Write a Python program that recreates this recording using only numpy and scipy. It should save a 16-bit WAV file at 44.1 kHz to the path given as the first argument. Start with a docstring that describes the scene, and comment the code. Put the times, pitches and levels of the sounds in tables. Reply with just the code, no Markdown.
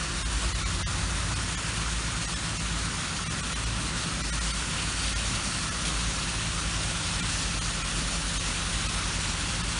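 """Two fire hoses throw steady jets across a yard at night, heard while walking up behind the crews.
Turbulent shear tears the water into hissing droplets, whose impacts far off merge into a rush.
Four engines radiate harmonics of their four-stroke cycles, and tones of nearby frequency beat.
Pumps whine faintly and footsteps thud. Now and then the hiss dips for an instant as a few tones ring."""
import sys
import numpy as np
from scipy import signal
from scipy.fft import rfft, irfft
from scipy.io import wavfile
from scipy.ndimage import uniform_filter1d

SR = 44100
rng = np.random.default_rng(int(sys.argv[2]) if len(sys.argv) > 2 else 0)


def dump(signal):
    """Clip the signal to [-1, 1] and save it as 16-bit WAV at the path in sys.argv[1]."""
    limited = np.clip(np.atleast_2d(signal).T, -1, 1)
    pcm = np.round(limited * 32767).astype(np.int16)
    wavfile.write(sys.argv[1], SR, pcm)


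N = 431738
TIME = np.arange(N) / SR
HZ = np.fft.rfftfreq(N, 1 / SR)

# spectrum of the nozzle hiss: (frequency [Hz], relative density [dB])
HISS_SPECTRUM = [(250, -7.5), (500, -8.5), (800, -7.5), (1300, -7), (2200, -2.5), (2750, -0.5),
                 (4400, -1.03), (5600, -2.5), (7000, -2.5), (8600, -3), (9700, -4.5), (10400, -10)]
# surges as a jet swings: (time [s], rise [dB], length [s], tilt toward treble [dB])
JET_SURGES = [(.45, 1.6, 0.11, -0.5), (4.45, 2.5, 0.37, 0.5), (4.812, 1, 0.23, 0), (5.04, 2, 0.13, 0.6),
              (5.3, 0.5, 0.23, 0.5), (5.54, 1.3, 0.24, 0.5), (6.018, 1, 0.14, 0.5), (7.385, 1.9, 0.14, 1),
              (9.417, 0.5, 0.5, 0)]
# air bursting from a nozzle: (time [s], level [dB], decay [s])
NOZZLE_SPITS = [(5.852, -28.5, 0.017), (5.87, -25, 0.003), (5.878, -31, 0.025)]
# spectrum of the spray landing far off: (frequency [Hz], relative density [dB])
SPRAY_SPECTRUM = [(200, -4), (450, -9), (560, -5.5), (780, -6.5), (1030, -1), (1380, 2.5), (1600, -2),
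                  (1900, -3.5), (2300, -8), (4000, -17.5)]
# a jet sweeping over something hard: (time [s], level [dB], decay [s])
JET_SPLASHES = [(4.765, -27, 0.032), (5.175, -29.5, .04), (5.31, -33, 0.054), (5.5, -37, .06)]
# peaks and hollows of the water's noise between walls: (frequency [Hz], width [Hz], gain [dB])
YARD_RESONANCES = [(1070, 120, 0.6), (1480, 86, 0.7), (1590, 80, -0.2), (1820, 140, 0.7), (2150, 140, -0.5),
                   (2530, 190, 1), (4120, 130, 0.7), (4610, 110, 1.2)]
# dips of the hiss: (time [s], hold [s], tone level [dB], lower tone [Hz], upper tone [Hz])
HISS_DIPS = [(.241, 0.0062, -45, 1055, 1604), (.54, 0.0035, -47, 2024, 2939),
             (.646, 0.0014, -41, 1345, 2300), (0.848, .022, -47, 1670, 2067), (1.35, 0, -42, 1470, 2490),
             (1.564, 0.0033, -44, 1765, 3348), (2.269, 0, -43, 1870, 5770), (2.353, 0, -41, 1750, 5300),
             (2.587, 0, -43, 2734, 5361), (3.25, 0, -43, 1281, 2770), (3.29, 0.0042, -43, 1205, 2357),
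             (3.42, 0.003, -43, 1160, 1485), (3.547, 0.00093, -44, 3079, 3951), (3.654, 0, -45, 1440, 3316),
             (4.23, 0, -44, 1981, 2357), (4.315, 0.0083, -41, 1410, 1905), (4.401, 0, -42, 1399, 1905),
             (4.528, 0, -39, 1367, 4554), (5.147, 0.0017, -40, 1396, 1830), (5.704, 0, -39, 1324, 1710),
             (7.217, 0.0013, -38, 1399, 2368), (7.602, 0.0059, -43, 1302, 3154),
             (7.835, 0, -40, 1345, 2470), (8.39, 0, -39, 3746, 6416), (8.881, 0, -41, 1280, 2573),
             (9.628, 0, -42, 1270, 1711)]
# harmonics of three six-cylinder engines and a small four: (cycle multiple [1], base rms level [dB])
IDLE_HARMONICS = [(6, -38.5), (7, -52), (12, -48), (15, -49.5), (16, -58), (17, -57.5), (18, -55.5),
                  (19, -65), (20, -56), (21, -54.5), (23, -51.5), (24, -55), (25, -64), (28, -61),
                  (30, -55.5), (32, -62), (33, -59.5), (34, -61.5), (36, -60.5), (38, -60), (39, -59.5),
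                  (40, -58), (42, -71), (44, -70), (46, -65), (48, -62.5), (49, -64.5)]
PUMP_HARMONICS = [(6, -38.5), (12, -43), (13, -59), (14, -69), (15, -64), (16, -55), (18, -43), (19, -63),
                  (20, -54.5), (21, -57), (22, -59), (23, -72), (24, -57.5), (28, -60), (30, -72.5)]
FAR_HARMONICS = [(6, -46), (8, -51.5), (9, -59), (10, -46.5)]
SMALL_HARMONICS = [(4, -69), (6, -44)]
# gains of the idling engine along the walk: (time [s], firing tone [dB], octave [dB], growl [dB])
IDLE_SWELLS = [(0, -3, 3, -2), (.7, 1, 10.5, 9), (1.5, -11, 4, 6.5), (3.3, -16, -6, 7.5), (5.3, -5, 1, 2),
               (6.8, -5, -0.5, 6.5), (8, 2, -0.5, 2), (9.79, -1.5, 1, -9)]
# gains of the pumping engine between walls: (time [s], firing tone [dB], octave [dB], twelfth [dB])
PUMP_SWELLS = [(0, -4, -14, 3), (0.35, 6.5, -3, -16), (0.9, 3, -1, -3.5), (1.3, 2.5, 3, -4),
               (2, 1, 0.5, -2), (2.8, 2, -1, 1.5), (3.3, -27, -19, -11), (3.7, 5, 5, -16),
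               (4.1, -4, -7, 1.5), (4.4, 3.5, -16, -2.5), (4.75, 0, -15, -3), (5.05, 3.5, -11, -20),
               (5.65, -3.5, -11, -5), (6.05, 4, -0.5, -4.5), (6.45, -1, 1.5, 0), (7.5, -2, 0, 0),
               (8.3, -2.5, -6.5, 0), (9.79, -5, 0, 0)]
# spectrum of the rumble of engines and yard: (frequency [Hz], relative density [dB])
RUMBLE_SPECTRUM = [(10, -26), (25, -12.5), (38, -1), (52, 1.5), (70, 4.5), (100, -2.5), (140, -6),
                   (175, -2.5), (220, -6.5), (300, -9), (420, -17), (700, -36)]
# strength of the rumble along the walk: (time [s], level [dB])
RUMBLE_LEVELS = [(0, -43), (1.8, -43.5), (3.2, -41.5), (3.9, -40.5), (5.1, -42.5), (6.1, -40.5), (6.6, -45),
                 (8.3, -44), (9.79, -41.5)]
# whines of the pumps: (frequency [Hz], early level [dB], late level [dB], time of change [s])
PUMP_WHINES = [(346.5, -51.5, -61.5, 1.7), (540, -60, -55.5, 3.9)]
# jolts of walking: (time [s], level [dB], decay [s])
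STEP_THUDS = [(.69, -38, .05), (1.32, -30.5, 0.049), (2.5, -40, 0.036), (3.28, -30, .03),
              (3.335, -34, .035), (3.83, -38, 0.14), (4.055, -35, 0.024), (4.19, -35, 0.043),
              (4.68, -33.5, .04), (4.83, -30, .018), (5.31, -28.5, 0.052), (5.465, -30, .025),
              (5.87, -34, .04), (7.205, -27.5, 0.032), (7.98, -31.5, 0.068)]

DIP_FADE_S = 0.019


def jets(shielded_db=-34, open_db=-32.5, open_at_s=4.66, opening_s=0.13, crossover_hz=5000):
    """Turbulent shear tears the jets into hissing drops, louder once out of the crews' acoustic shadow."""
    shear = turbulence(patchy_db=0.9, lingering_db=0.56)
    droplets = gain_of(-9.5) * drops(per_s=5000, spread_db=2)
    hiss = colour(shear + droplets, HISS_SPECTRUM)
    roar = low_band(hiss, crossover_hz)
    openness = smooth_step(open_at_s, opening_s)
    level_db = shielded_db + (open_db - shielded_db) * openness + 0.78 * wander(rate_hz=24)
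    tilt_db = -0.25 * openness
    for s, rise_db, length, fizz_db in JET_SURGES:
        swell = np.exp(-(2 * (TIME - s) / length) ** 2)
        level_db += rise_db * swell
        tilt_db += fizz_db * swell
    return roar * gain_of(level_db - tilt_db) + (hiss - roar) * gain_of(level_db + tilt_db)


def turbulence(patchy_db, lingering_db, patch=(9, 16), streak=(3, 140)):
    """Intermittency: noise varies in quick wide patches and lasting narrow streaks, each (bins, frames)."""
    spectra = signal.stft(rng.standard_normal(N), nperseg=512)[2]
    drift_db = np.zeros(spectra.shape)
    for depth_db, (bins, frames) in ((patchy_db, patch), (lingering_db, streak)):
        bands = uniform_filter1d(rng.standard_normal(spectra.shape), bins, axis=0)
        drift_db += depth_db * unit_rms(uniform_filter1d(bands, frames, axis=1))
    return unit_rms(signal.istft(spectra * gain_of(drift_db), nperseg=512)[1][:N])


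def drops(per_s, spread_db):
    """Shot noise: independent impacts, mostly small, a few large."""
    sizes = gain_of(spread_db * np.minimum(rng.exponential(1, N), 4))
    return unit_rms(sizes * rng.choice([-1, 1], N) * (rng.random(N) < per_s / SR))


def spits():
    """Sudden expansion: air pockets burst out of a nozzle with a short crackle."""
    crackle = colour(rng.standard_normal(N), [(1000, -18), (3400, 1), (5000, -4), (10000, -5)])
    return bursts(NOZZLE_SPITS, rise_s=0.00023) * crackle


def spray(level_db=-38.5):
    """Incoherent summation: countless drops land on walls and ground and merge into a rush."""
    rush = turbulence(patchy_db=1.6, lingering_db=0.6, patch=(4, 6), streak=(2, 80))
    spatter = gain_of(-9) * drops(per_s=1800, spread_db=2.5)
    return colour(rush + spatter, SPRAY_SPECTRUM) * gain_of(level_db)


def splashes():
    """Impact noise: water breaks on a hard surface in short diffuse swells."""
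    spectrum = [(1500, -22), (2400, 0), (2900, 7), (3500, -5), (4500, -21)]
    return bursts(JET_SPLASHES, rise_s=0.02) * colour(rng.standard_normal(N), spectrum)


def dipped(x, floor_db=-31.5, above_hz=235):
    """Amplitude modulation: at each dip everything above the bass sinks and comes straight back."""
    level = np.ones(N)
    for s, hold, *_ in HISS_DIPS:
        level *= dip_ramp(TIME - s, hold)
    bass = low_band(x, above_hz)
    return bass + (x - bass) * np.maximum(np.sin(np.pi / 2 * level), gain_of(floor_db))


def dip_tones(faint_count=9, faint_db=-48, faint_range_hz=(1800, 9980), size=4096):
    """Superposition: two clear sinusoids and fainter scattered ones ring through each dip."""
    out = np.zeros(N)
    offsets = np.arange(size) - size // 2
    t = offsets / SR
    for s, hold, db, *clear_hz in HISS_DIPS:
        faint_hz = np.exp(rng.uniform(*np.log(faint_range_hz), faint_count))
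        hz = np.concatenate([clear_hz, faint_hz])
        gains = gain_of([db] * len(clear_hz) + [faint_db] * faint_count)
        tones = gains @ np.sin(2 * np.pi * (hz[:, None] * t + rng.random((len(hz), 1))))
        swell = np.cos(np.pi / 2 * dip_ramp(t, hold))
        out[round(s * SR) + offsets] += np.sqrt(2) * swell * tones
    return out


def engines():
    """Beating: four engines run at different speeds, so their neighbouring tones interfere."""
    firing, octave, growl = curves(IDLE_SWELLS)
    idle_swells = {6: firing, 12: octave, 18: growl, 21: growl, 23: growl / 2}
    pump_swells = dict(zip((6, 12, 18), curves(PUMP_SWELLS)))
    idling = engine(IDLE_HARMONICS, idle_swells, cycle_hz=7.508, drift=0.00056)
    pumping = engine(PUMP_HARMONICS, pump_swells, cycle_hz=9.173, drift=0.00088)
    far = engine(FAR_HARMONICS, {}, cycle_hz=8.959, drift=0.00052)
    small = engine(SMALL_HARMONICS, {}, cycle_hz=10.943, drift=0.00051, fading_db=-4.5)
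    return idling + pumping + far + small


def engine(harmonics, swells, cycle_hz, drift, fading_db=0.5, in_step_s=5.17, in_step_below_hz=100):
    """Periodic firing makes harmonics; those in swells follow the walk, the rest fade by reflection."""
    turns = np.cumsum(cycle_hz * (1 + drift * wander(rate_hz=1.62))) / SR
    turns -= turns[round(in_step_s * SR)]  # the low tones of all engines fall into step here
    out = np.zeros(N)
    for multiple, db in harmonics:
        swell_db = swells.get(multiple, fading_db * wander(rate_hz=0.35))
        lag = rng.random() * (multiple * cycle_hz > in_step_below_hz)
        out += gain_of(db + swell_db) * np.sin(2 * np.pi * (multiple * turns + lag))
    return np.sqrt(2) * out


def rumble():
    """Low-frequency noise of the engines and the yard varies in strength along the walk."""
    noise = colour(rng.standard_normal(N), RUMBLE_SPECTRUM)
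    return noise * gain_of(curves(RUMBLE_LEVELS)[0] + 0.57 * wander(rate_hz=1.7))


def whines(change_s=0.25):
    """Frequency and amplitude modulation: thin pump tones waver, each shifting level once on the walk."""
    out = np.zeros(N)
    for hz, early_db, late_db, s in PUMP_WHINES:
        turns = np.cumsum(hz * (1 + 0.00282 * wander(rate_hz=4.9))) / SR
        level_db = early_db + (late_db - early_db) * smooth_step(s, change_s)
        out += gain_of(level_db + 3 * wander(rate_hz=3.9)) * np.sin(2 * np.pi * turns)
    return out


def footsteps():
    """Structure-borne sound: steps jolt the hand-held microphone with dull thuds."""
    thud = colour(rng.standard_normal(N), [(70, -8), (140, 9), (260, 2), (400, -13.5), (800, -20)])
    return bursts(STEP_THUDS, rise_s=0.0025) * thud


def gain_of(db):
    """Decibels as an amplitude ratio."""
    return 10 ** (np.asarray(db) / 20)


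def unit_rms(x):
    """Normalisation to rms 1."""
    return x / np.sqrt(np.mean(x ** 2) + 1e-20)


def curves(rows):
    """Linear interpolation of each column of a time table to every sample."""
    times, *columns = np.transpose(rows)
    return [np.interp(TIME, times, column) for column in columns]


def smooth_step(at_s, width_s):
    """A sigmoid transition from 0 to 1."""
    return 0.5 + 0.5 * np.tanh((TIME - at_s) / width_s)


def dip_ramp(offset_s, hold_s):
    """A trapezoidal envelope: 0 at the bottom of a dip, rising to 1 on either side."""
    return np.clip((abs(offset_s) - hold_s / 2) / DIP_FADE_S, 0, 1)


def bursts(rows, rise_s):
    """The envelope of transients with exponential rise and decay."""
    out = np.zeros(N)
    for s, db, decay in rows:
        age = np.maximum(TIME - s, 0)
        out += gain_of(db) * (1 - np.exp(-age / rise_s)) * np.exp(-age / decay)
    return out


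def wander(rate_hz, size=2048):
    """Slow random fluctuation: low-passed noise of rms 1."""
    hz = np.fft.rfftfreq(size, N / SR / size)
    slow = irfft(rfft(rng.standard_normal(size)) / (1 + (hz / rate_hz) ** 2))
    return np.interp(np.arange(N), np.linspace(0, N, size), unit_rms(slow))


def colour(x, points):
    """Spectral shaping through (frequency [Hz], gain [dB]) points on a log axis, at rms 1."""
    hz, db = np.transpose(points)
    skirts = np.minimum(HZ / hz[0], 1) * np.minimum(hz[-1] / (HZ + 1), 1)
    shape_db = np.interp(np.log(HZ + 1), np.log(hz), db)
    return unit_rms(irfft(rfft(x) * skirts * gain_of(shape_db), N))


def low_band(x, cutoff_hz):
    """Zero-phase low-pass filtering."""
    return irfft(rfft(x) / (1 + (HZ / cutoff_hz) ** 8), N)


def peaked(x, peaks):
    """Bell-shaped resonances and notches: (frequency [Hz], width [Hz], gain [dB])."""
    shape_db = sum(db * np.exp(-((HZ - hz) / width) ** 2) for hz, width, db in peaks)
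    return irfft(rfft(x) * gain_of(shape_db), N)


def scene():
    """Superposition at one microphone: all sources add, and both channels are alike."""
    water = peaked(jets() + spray() + splashes(), YARD_RESONANCES)
    sources = water + spits() + footsteps() + engines() + rumble() + whines()
    mono = dipped(sources) + dip_tones()
    return np.array([mono, mono])


def record(dry, cutoff_hz=10500):
    """Linear filtering: the microphone port cuts two shallow notches, and a low-pass limits the band."""
    notched = peaked(dry, [(4900, 230, -2.5), (7740, 510, -3)])
    lowpass = signal.firwin(401, cutoff_hz, window=("kaiser", 8), fs=SR)
    return signal.oaconvolve(notched, lowpass[None], "same")


dry = scene()
out = record(dry)
dump(out)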